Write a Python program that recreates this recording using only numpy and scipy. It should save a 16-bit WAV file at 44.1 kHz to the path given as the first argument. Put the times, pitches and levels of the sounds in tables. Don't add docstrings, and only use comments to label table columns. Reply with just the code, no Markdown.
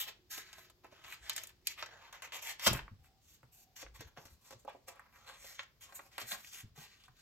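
import sys
import numpy as np
from scipy import signal
from scipy.fft import rfft, irfft, next_fast_len
from scipy.io import wavfile
from scipy.ndimage import uniform_filter1d

SR = 44100
rng = np.random.default_rng(int(sys.argv[2]) if len(sys.argv) > 2 else 0)


def transcribe(signal):
    frames = np.atleast_2d(signal).T
    limited = np.clip(frames, -1, 1)
    pcm = np.round(limited * 32767).astype(np.int16)
    wavfile.write(sys.argv[1], SR, pcm)


N = 317961
TIME = np.arange(N) / SR

# frequency in Hz, gain in dB.
CRACK_COLOUR = [(2500, -30.5), (5000, -18.5), (7000, 0.5), (9000, 5), (12000, -1), (15500, -4)]


def undb(db):
    return 10 ** (np.asarray(db) / 20)


def unit(x):
    return x / np.sqrt(np.mean(x ** 2))


def gains(points, hz):
    point_hz, db = np.transpose(points)
    return undb(np.interp(np.log(hz + 1), np.log(point_hz), db))


def colour(x, points):
    size = 2 * next_fast_len(x.shape[-1] // 2 + 2048)
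    cepstrum = irfft(np.log(gains(points, np.fft.rfftfreq(size, 1 / SR))))
    cepstrum[1:size // 2] *= 2
    cepstrum[size // 2 + 1:] = 0
    return irfft(rfft(x, size) * np.exp(rfft(cepstrum)))[..., :x.shape[-1]]


def bell(hz, octaves):
    offset = np.linspace(-5, 5, 41)
    db = np.maximum(-2.2 * (offset / octaves) ** 2 - 3 * offset, -50)
    return np.column_stack([hz * 2 ** offset, db])


def add(out, start, sound):
    i = int(start * SR)
    out[i:i + len(sound)] += sound[:N - i]


def drift(rate):
    span = int(SR / rate)
    steps = np.repeat(rng.standard_normal(N // span + 1), span)
    return unit(uniform_filter1d(steps, span)[:N])


def room_tone(air_db=-72.5, drone_db=-76.5):
    # frequency in Hz, gain in dB.
    air_colour = [(20, -16), (40, 15.5), (62, 15.5), (120, 12.5), (180, 6), (300, 1), (600, -4),
                  (1100, -10), (2400, -13.5), (5000, -9), (9000, -27), (15000, -17.5)]
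    mid, side = colour(rng.standard_normal((2, N)), air_colour)
    side = colour(side, [(150, -11), (600, -5), (2000, 0)])
    air = (mid + side * np.array([[1], [-1]])) / np.std(mid) * undb(air_db)
    drone_colour = [(150, -31), (330, -8), (370, 2.5), (410, -14), (800, -47)]
    drone = unit(colour(rng.standard_normal(N), drone_colour))
    fade_db = 2.5 * TIME + 36 * np.maximum(TIME - 1.7, 0)
    return air + drone * undb(drone_db - fade_db)


def rubbing(t, rise_db=16.5, sag_db_per_s=13.5, release_db_per_s=323, hiss_release_db_per_s=209.5):
    # start, attack and hold in seconds,
    # level in dB, rasp centre in Hz, panel body and fibre hiss in dB relative to the level.
    strokes = [ (0, 0.001, 0.012, -44, 3620, -17.5, 7.5), (0.058, 0.025, 0.0073, -50, 2500, -9.5, -1.5),
               (0.302, .016, 0.013, -44.5, 3340, -24, 0), (0.331, 0.022, .045, -48, 2220, -25, -2.5),
               (0.421, 0.049, 0.19, -60, 2730, -14, -8.5), (0.834, 0.0056, 0.012, -62.5, 2000, -2, -18),
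               (0.903, 0.02, 0.17, -64.5, 2120, -11, -13), (1.026, .1, .015, -52.5, 2400, -18, -6),
               (1.204, 0.094, 0.022, -52, 2630, -12.5, -8.5), (1.338, 0.03, 0.052, -54, 3280, -11, -4),
               (1.427, .01, 0.058, -65.5, 3230, -21, 1.5), (1.655, 0.026, 0.035, -53, 4400, -17, 0),
               (1.768, 0.027, 0.021, -48.5, 2530, -7.5, -10), (1.847, 0.024, .21, -58, 2250, -3.5, -18),
               (2.124, 0.004, 0.025, -55, 2540, -4.5, -11), (2.222, 0.0045, 0.031, -52, 2340, -6, -4.5),
               (2.323, 0.0078, 0.035, -48, 2560, -8, -2), (2.418, 0.006, .025, -51, 2900, -7.5, 0.5),
               (2.439, .032, 0.044, -46, 2630, -12, -4), (2.588, 0.018, .035, -47, 2550, -17, -10),
               (2.619, 0.043, 0.019, -40.5, 3180, -12.5, 1), (2.66, 0.0061, 0.0053, -28.5, 3060, -6, -4),
               (2.688, 0.0092, 0.074, -46, 2300, -4, -7.5), (3.029, 0.021, 0.013, -71.5, 3240, -15, -2),
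               (3.215, 0.12, .015, -69, 5000, -23.5, 1.5), (3.516, 0.019, 0.093, -72, 5000, -16, 10.5),
               (3.758, 0.0074, .015, -56.5, 4100, -17, -3.5), (3.782, 0.017, 0.022, -53, 3480, -10.5, -4),
               (3.938, 0.014, 0.015, -63.5, 4400, -4, 2), (3.986, .025, .008, -56, 3470, -17, -12),
               (4.063, .012, .008, -65.5, 2600, -4, -5.5), (4.163, .007, 0.012, -57.5, 2120, -4.5, -15),
               (4.187, .025, 0.055, -67.5, 2690, 2, 0), (4.24, 0.025, .005, -66.5, 4230, -1, 5),
               (4.281, 0.036, 0.019, -72, 3940, -5.5, 8.5), (4.408, 0.071, 0.047, -65.5, 3610, -8, 0.5),
               (4.59, .008, .004, -84, 3540, -3, 11.5), (4.67, 0.013, 0.018, -59, 1730, -4, -27),
               (4.87, 0.018, .016, -59.5, 2630, 2.5, 1.5), (4.923, 0.019, .13, -68, 1420, -3, -14.5),
               (5.119, 0.034, 0.096, -65.5, 2105, -5, -8), (5.257, 0.019, 0.065, -55.5, 2120, -7, -7.5),
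               (5.37, 0.13, 0.049, -56, 3320, -11.5, 0.5), (5.578, 0.015, 0.018, -53.5, 2210, -10.5, -17),
               (5.805, 0.014, .025, -60.5, 3830, -13.5, 5), (5.838, 0.067, 0.18, -68, 2500, -1.5, -1),
               (5.943, 0.012, 0.0093, -59, 4420, -24, 9), (6.11, 0.014, 0.058, -64, 2500, -8, -7),
               (6.19, 0.018, 0.011, -45.5, 2840, -12.5, -1.5), (6.263, 0.04, 0.0079, -49, 4370, -20, 6.5),
               (6.309, 0.0083, 0.029, -47.5, 2900, -10, 0.5), (6.368, .02, 0.13, -60, 3400, -22, -1),
               (6.51, 0.031, 0.065, -53.5, 3900, -18, 0), (6.755, 0.023, 0.064, -56, 3200, -10.5, -0.5),
               (6.847, 0.045, 0.17, -66, 3400, -20, -6.5), (7.143, 0.059, .01, -67.5, 3600, -19, -4)]
    grip_db, grip_hz, grip_body_db, grip_hiss_db = -88, 2760, -6, 1.5
    start, attack, hold, db, hz, body_db, hiss_db = np.transpose(strokes)[:, :, None]
    age = t - start
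    rise = np.minimum(age / attack - 1, 0)
    past_peak = np.maximum(age - attack, 0)
    released = np.maximum(age - attack - hold, 0)
    envelope_db = -rise_db * rise ** 2 - sag_db_per_s * past_peak - release_db_per_s * released
    power = undb(np.maximum(db + envelope_db, -200)) ** 2
    grip = undb(grip_db) ** 2
    total = power.sum(axis=0) + grip
    blend = lambda value, at_rest: ((power * value).sum(axis=0) + grip * at_rest) / total
    hiss_power = undb(hiss_db - hiss_release_db_per_s * released) ** 2
    body_share = blend(undb(body_db) ** 2, undb(grip_body_db) ** 2)
    hiss_share = blend(hiss_power, undb(grip_hiss_db) ** 2)
    return 10 * np.log10(total), blend(hz, grip_hz), 10 * np.log10(body_share), 10 * np.log10(hiss_share)


def slips(per_second, spread_db, smooth):
    size = undb(spread_db * np.minimum(rng.exponential(size=N), 3.5))
    clicks = (rng.random(N) < per_second / SR) * size * rng.standard_normal(N)
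    return unit(unit(clicks) + smooth * rng.standard_normal(N))


def sliding(body_trim_db=-1, rasp_trim_db=-1, flutter_db=1.5, rasp_octaves=0.76, bend_db=3.0):
    # frequency in Hz, gain in dB.
    body_colour = [(120, -30), (300, -12.5), (500, -5), (800, 2.5), (1100, 3.5), (1500, -10), (2400, -35.5)]
    hiss_colour = [(4500, -82.5), (6300, -3.5), (7500, 11.5), (9000, -6.5), (12000, 5), (15500, -2)]
    step, size = 32, next_fast_len(N)
    level_db, centre_hz, body_db, hiss_db = rubbing(TIME[::step])
    friction = slips(per_second=5000, spread_db=-0.5, smooth=0.76) * undb(flutter_db * drift(90))
    spectrum = rfft(friction, size)
    hz = np.fft.rfftfreq(size, 1 / SR)
    bands = 160 * 2 ** (np.arange(21)[:, None] / 3)
    share = lambda power: power / power.sum(axis=0)
    rasp = np.exp(-.5 * (np.log2(bands / centre_hz) / rasp_octaves) ** 2)
    rasp /= 1 + (1150 / bands) ** 8 + (bands / 7000) ** 8
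    power = share(rasp) * undb(rasp_trim_db) ** 2
    for tone, db in ((body_colour, body_db + body_trim_db), (hiss_colour, hiss_db)):
        power += share(gains(tone, bands) ** 2 * bands) * undb(db) ** 2
    out = np.zeros(N)
    for band, band_power in zip(bands, power):
        window = np.clip(1 - 3 * np.abs(np.log2((hz + 1) / band)), 0, 1)
        band_noise = unit(irfft(spectrum * window, size)[:N])
        gain = np.sqrt(band_power) * undb(level_db + bend_db * drift(11)[::step])
        out += band_noise * np.interp(TIME, TIME[::step], gain)
    return out


def buckle(tone, click_s, ring_s, tail_db):
    t = TIME[:2048]
    kick = unit(np.exp(-t / click_s) * rng.standard_normal(len(t)))
    waves = unit(np.exp(-t / ring_s) * rng.standard_normal(len(t)))
    sound = unit(colour(kick, tone)) + undb(tail_db) * unit(colour(waves, tone))
    return sound * np.sqrt(SR / 1000 / np.sum(sound ** 2))


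def snapping(ring_trim_db=1, crack_trim_db=1.5, thud_trim_db=-2):
    # start in seconds, ring level in dB, panel pitch
    # in Hz, ring width in octaves, crack level in dB, thud level in dB (levels before the trims).
    snaps = [(0.379, -36, 2330, 1.18, -38, -48), (0.5302, -41.5, 4150, 0.97, -50, -75),
             (0.583, -44, 2420, 1.5, -63, -63), (0.6997, -50, 4480, 1.8, -54, -67),
             (0.8445, -41.5, 990, 0.43, -63, -45), (0.9227, -54, 1070, 1.5, -75, -46.5),
             (1.0462, -41.5, 1950, .7, -71, -61), (1.1245, -36, 2000, 0.47, -44.5, -69),
             (1.2963, -24.5, 3550, 0.63, -27.5, -50), (1.3638, -34, 4130, .6, -29, -64),
             (1.3796, -30.5, 3220, 0.64, -34.5, -63), (1.4355, -40, 3910, 1.15, -35.5, -62),
             (1.4717, -50, 4810, .4, -42, -71), (1.6715, -22.5, 5060, 0.59, -21, -80),
             (1.826, -28, 1680, 0.79, -66, -53), (2.127, -47.5, 2600, 0.84, -48, -60),
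             (2.2217, -39, 2180, 0.78, -41, -61), (2.322, -36.5, 2100, 0.68, -52, -75),
             (2.5962, -36.5, 2730, 0.8, -47, -68), (2.6689, -16, 2900, 1.77, -35, -25.5),
             (2.6717, -20, 3900, 0.35, -20, -36), (2.6765, -19, 1900, 1.3, -22, -37),
             (2.7312, -29, 1750, 1.5, -26.5, -46), (2.7683, -37, 1600, 0.21, -56, -53),
             (2.792, -32, 1790, 0.57, -69, -55), (2.8802, -43.5, 1290, 0.45, -80, -51),
             (3.431, -53, 1450, 0.43, -66, -56), (3.8281, -44, 1640, 0.82, -74, -40.5),
             (3.8646, -46, 1880, 0.36, -79, -51), (4.0081, -39.5, 2210, 4.8, -43.5, -40.5),
             (4.1736, -43.5, 1640, 0.83, -63, -41.5), (4.254, -44, 2410, 5.4, -51, -56),
             (4.508, -43.5, 2195, 1.47, -50, -44), (4.5251, -47.5, 2010, 2, -66, -42.5),
             (4.6492, -61, 705, 1.5, -60, -41), (4.6783, -32, 796, 0.34, -80, -43.5),
             (4.696, -52, 1250, 0.87, -57, -61), (4.749, -51, 795, .3, -70, -42.5),
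             (4.8831, -41.5, 2010, 1.4, -39.5, -56), (4.9948, -42.5, 1465, 0.32, -54.5, -61.5),
             (5.2958, -43, 1400, 0.21, -55, -68), (5.444, -45.5, 2430, 1.4, -59, -48.5),
             (5.5938, -28.5, 1930, 0.63, -59, -59.5), (5.924, -45.5, 1770, 0.86, -56, -59),
             (5.9927, -39, 1500, 0.49, -59, -48), (6.181, -29, 1520, 0.59, -35.5, -42.5),
             (6.215, -35, 2170, 1.54, -53, -58), (6.3185, -31, 3500, 0.25, -48, -54),
             (6.4466, -44, 2550, .25, -53, -72), (6.5465, -44, 2500, 0.16, -43, -56.5),
             (6.7773, -47, 1620, 1.4, -69, -63), (7.0818, -49.5, 1327, 0.47, -64, -66)]
    thud_colour = bell(hz=537, octaves=.55)
    out = np.zeros(N)
    for start, ring_db, hz, octaves, crack_db, thud_db in snaps:
        slack_db = 4.5 * np.log2(octaves / 0.6)
        ring = buckle(bell(hz, octaves), click_s=0.00021, ring_s=0.0066, tail_db=slack_db)
        crack = buckle(CRACK_COLOUR, click_s=0.00068, ring_s=0.0028, tail_db=slack_db)
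        thud = buckle(thud_colour, click_s=0.00008, ring_s=0.0065, tail_db=slack_db - 2)
        add(out, start, undb(ring_db + ring_trim_db) * ring)
        add(out, start, undb(crack_db + crack_trim_db) * crack)
        add(out, start, undb(thud_db + thud_trim_db) * thud)
    return out


def crinkling(count=90, over_db=5, crack_db=-7, spread_db=6, follow=0.92, pivot_db=-60):
    out = np.zeros(N)
    starts = rng.random(count) * TIME[-1]
    level_db, centre_hz, _, _ = rubbing(starts)
    for start, db, hz, (size, detune) in zip(starts, level_db, centre_hz, rng.standard_normal((count, 2))):
        gain = undb(pivot_db + follow * (db - pivot_db) + over_db + spread_db * size)
        panel_colour = bell(hz * 2 ** (.55 * detune), octaves=.7)
        ring = buckle(panel_colour, click_s=0.00022, ring_s=0.005, tail_db=0.5)
        crack = buckle(CRACK_COLOUR, click_s=0.0005, ring_s=0.0035, tail_db=0.5)
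        add(out, start, gain * (ring + undb(crack_db) * crack))
    return out


def thumping(trim_db=-1, rough=0.31, swell_cycles=1.15):
    # start in seconds, peak level in dB before the trim, pitch in Hz.
    thumps = [(1.202, -57, 60), (2.671, -31.5, 208), (2.674, -33.5, 89.3), (2.704, -27, 117.8),
              (2.723, -36, 68.4), (2.744, -35, 123), (2.804, -45.5, 47), (2.909, -41.5, 101),
              (2.995, -53, 79.8), (3.433, -54, 125), (3.844, -49, 47.8), (3.898, -51, 51), (3.99, -50, 115),
              (4.044, -51, 70), (4.178, -53.5, 156), (4.313, -53.5, 73), (4.544, -56, 117),
              (6.233, -51.5, 117), (6.321, -53.5, 199), (6.632, -42, 109), (6.698, -54.5, 86),
              (6.78, -48, 144.6), (7.087, -55.5, 123)]
    out, t = np.zeros(N), TIME[:16384]
    for start, db, hz in thumps:
        swell_s = swell_cycles / hz
        envelope = t / swell_s * np.exp(1 - t / swell_s)
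        rumble_colour = [(hz / 2, -6), (hz, 0), (2 * hz, -6), (10 * hz, -60)]
        rumble = unit(colour(rng.standard_normal(len(t)), rumble_colour))
        add(out, start, undb(db + trim_db) * envelope * (np.sin(2 * np.pi * hz * t) + rough * rumble))
    return out


def hollow_tone(width_hz=70):
    # start in seconds, length in seconds, level in dB, pitch in Hz.
    swells = [(2.976, 0.25, -75.5, 764), (3.46, 0.35, -77, 743)]
    out = np.zeros(N)
    for start, length, db, hz in swells:
        t = TIME[:int(length * SR)]
        resonance = signal.iirpeak(hz, hz / width_hz, fs=SR)
        narrow_noise = signal.lfilter(*resonance, rng.standard_normal(SR))
        ring = signal.lfilter(*resonance, narrow_noise)[:len(t)]
        add(out, start, undb(db) * unit(ring) * np.sin(np.pi * t / length))
    return out


def room(x, early_s=.006, t60_low=.33, t60_high=.22, trim_db=-3):
    # frequency in Hz, level in dB against the direct sound.
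    table_echo = [(150, -16), (450, 2.5), (1200, -1), (3500, -5.5), (7000, 5), (13000, -33)]
    wall_echo = [(150, -8), (450, -2.5), (1200, -6.5), (3500, -7), (7000, -9), (13000, -34)]
    # frequency in Hz, phase lag in radians.
    port_lag = [(0, 0), (200, -.1), (550, -.6), (1000, -.2), (2000, 0), (3100, -2.2), (4500, -1.9),
                (5300, -4.4), (6400, -6), (9300, -3.1), (22050, 8.4)]
    t, lead = TIME[:22050], 256
    hz = np.fft.rfftfreq(len(t), 1 / SR)
    table_gain, wall_gain = gains(table_echo, hz), gains(wall_echo, hz)
    low_fade, high_fade = np.exp(-np.log(1000) * t / np.array([[t60_low], [t60_high]]))
    near = rng.standard_normal((2, len(t))) * np.exp(-t / early_s) * (t > .001)
    far = rng.standard_normal((2, len(t))) * np.clip(t / 0.0021 - .5, 0, 1)
    spectrum = lambda h: rfft(h / np.sqrt(np.sum(h ** 2, axis=-1, keepdims=True)))
    treble = hz / (hz + 3000)
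    tail = spectrum(far * low_fade) * (1 - treble) + spectrum(far * high_fade) * treble
    echoes = spectrum(near) * table_gain + tail * wall_gain
    alike = .85 / (1 + (hz / 600) ** 2)
    echoes[1] = alike * echoes[0] + np.sqrt(1 - alike ** 2) * echoes[1]
    lag = np.interp(hz, *np.transpose(port_lag))
    direct = np.exp(-1j * np.outer([0, 1], lag))
    paths = direct + echoes
    broad_power = uniform_filter1d(np.mean(np.abs(paths) ** 2, axis=0), size=150)
    paths *= np.sqrt((1 + table_gain ** 2 + wall_gain ** 2) / broad_power)
    taper = np.minimum(4 * (1 - t / t[-1]), 1) ** 2
    response = np.roll(irfft(paths), lead, axis=1) * taper * undb(trim_db)
    return signal.fftconvolve(x[None], response, axes=1)[:, lead:lead + N]


def moving(x, places=7):
    position = TIME / TIME[-1] * (places - 1)
    fades = (np.cos(np.pi / 2 * np.clip(position - k, -1, 1)) ** 2 for k in range(places))
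    return sum(room(x * fade) for fade in fades)


def scene():
    card = sliding() + snapping() + crinkling() + thumping()
    return moving(card) + hollow_tone() + room_tone()


def record(dry):
    # frequency in Hz, gain in dB.
    left_colour = [(100, .6), (600, -1.1), (2000, 0), (3900, 1.6), (6000, .4), (12000, 0)]
    right_colour = [(100, -.6), (600, .9), (2000, 0), (3900, -1.4), (6000, -.4), (12000, 0)]
    top_hz = 16150
    ports = np.array([colour(dry[0], left_colour), colour(dry[1], right_colour)])
    return signal.sosfilt(signal.ellip(10, .2, 70, top_hz, fs=SR, output="sos"), ports)


dry = scene()
out = record(dry)
transcribe(out)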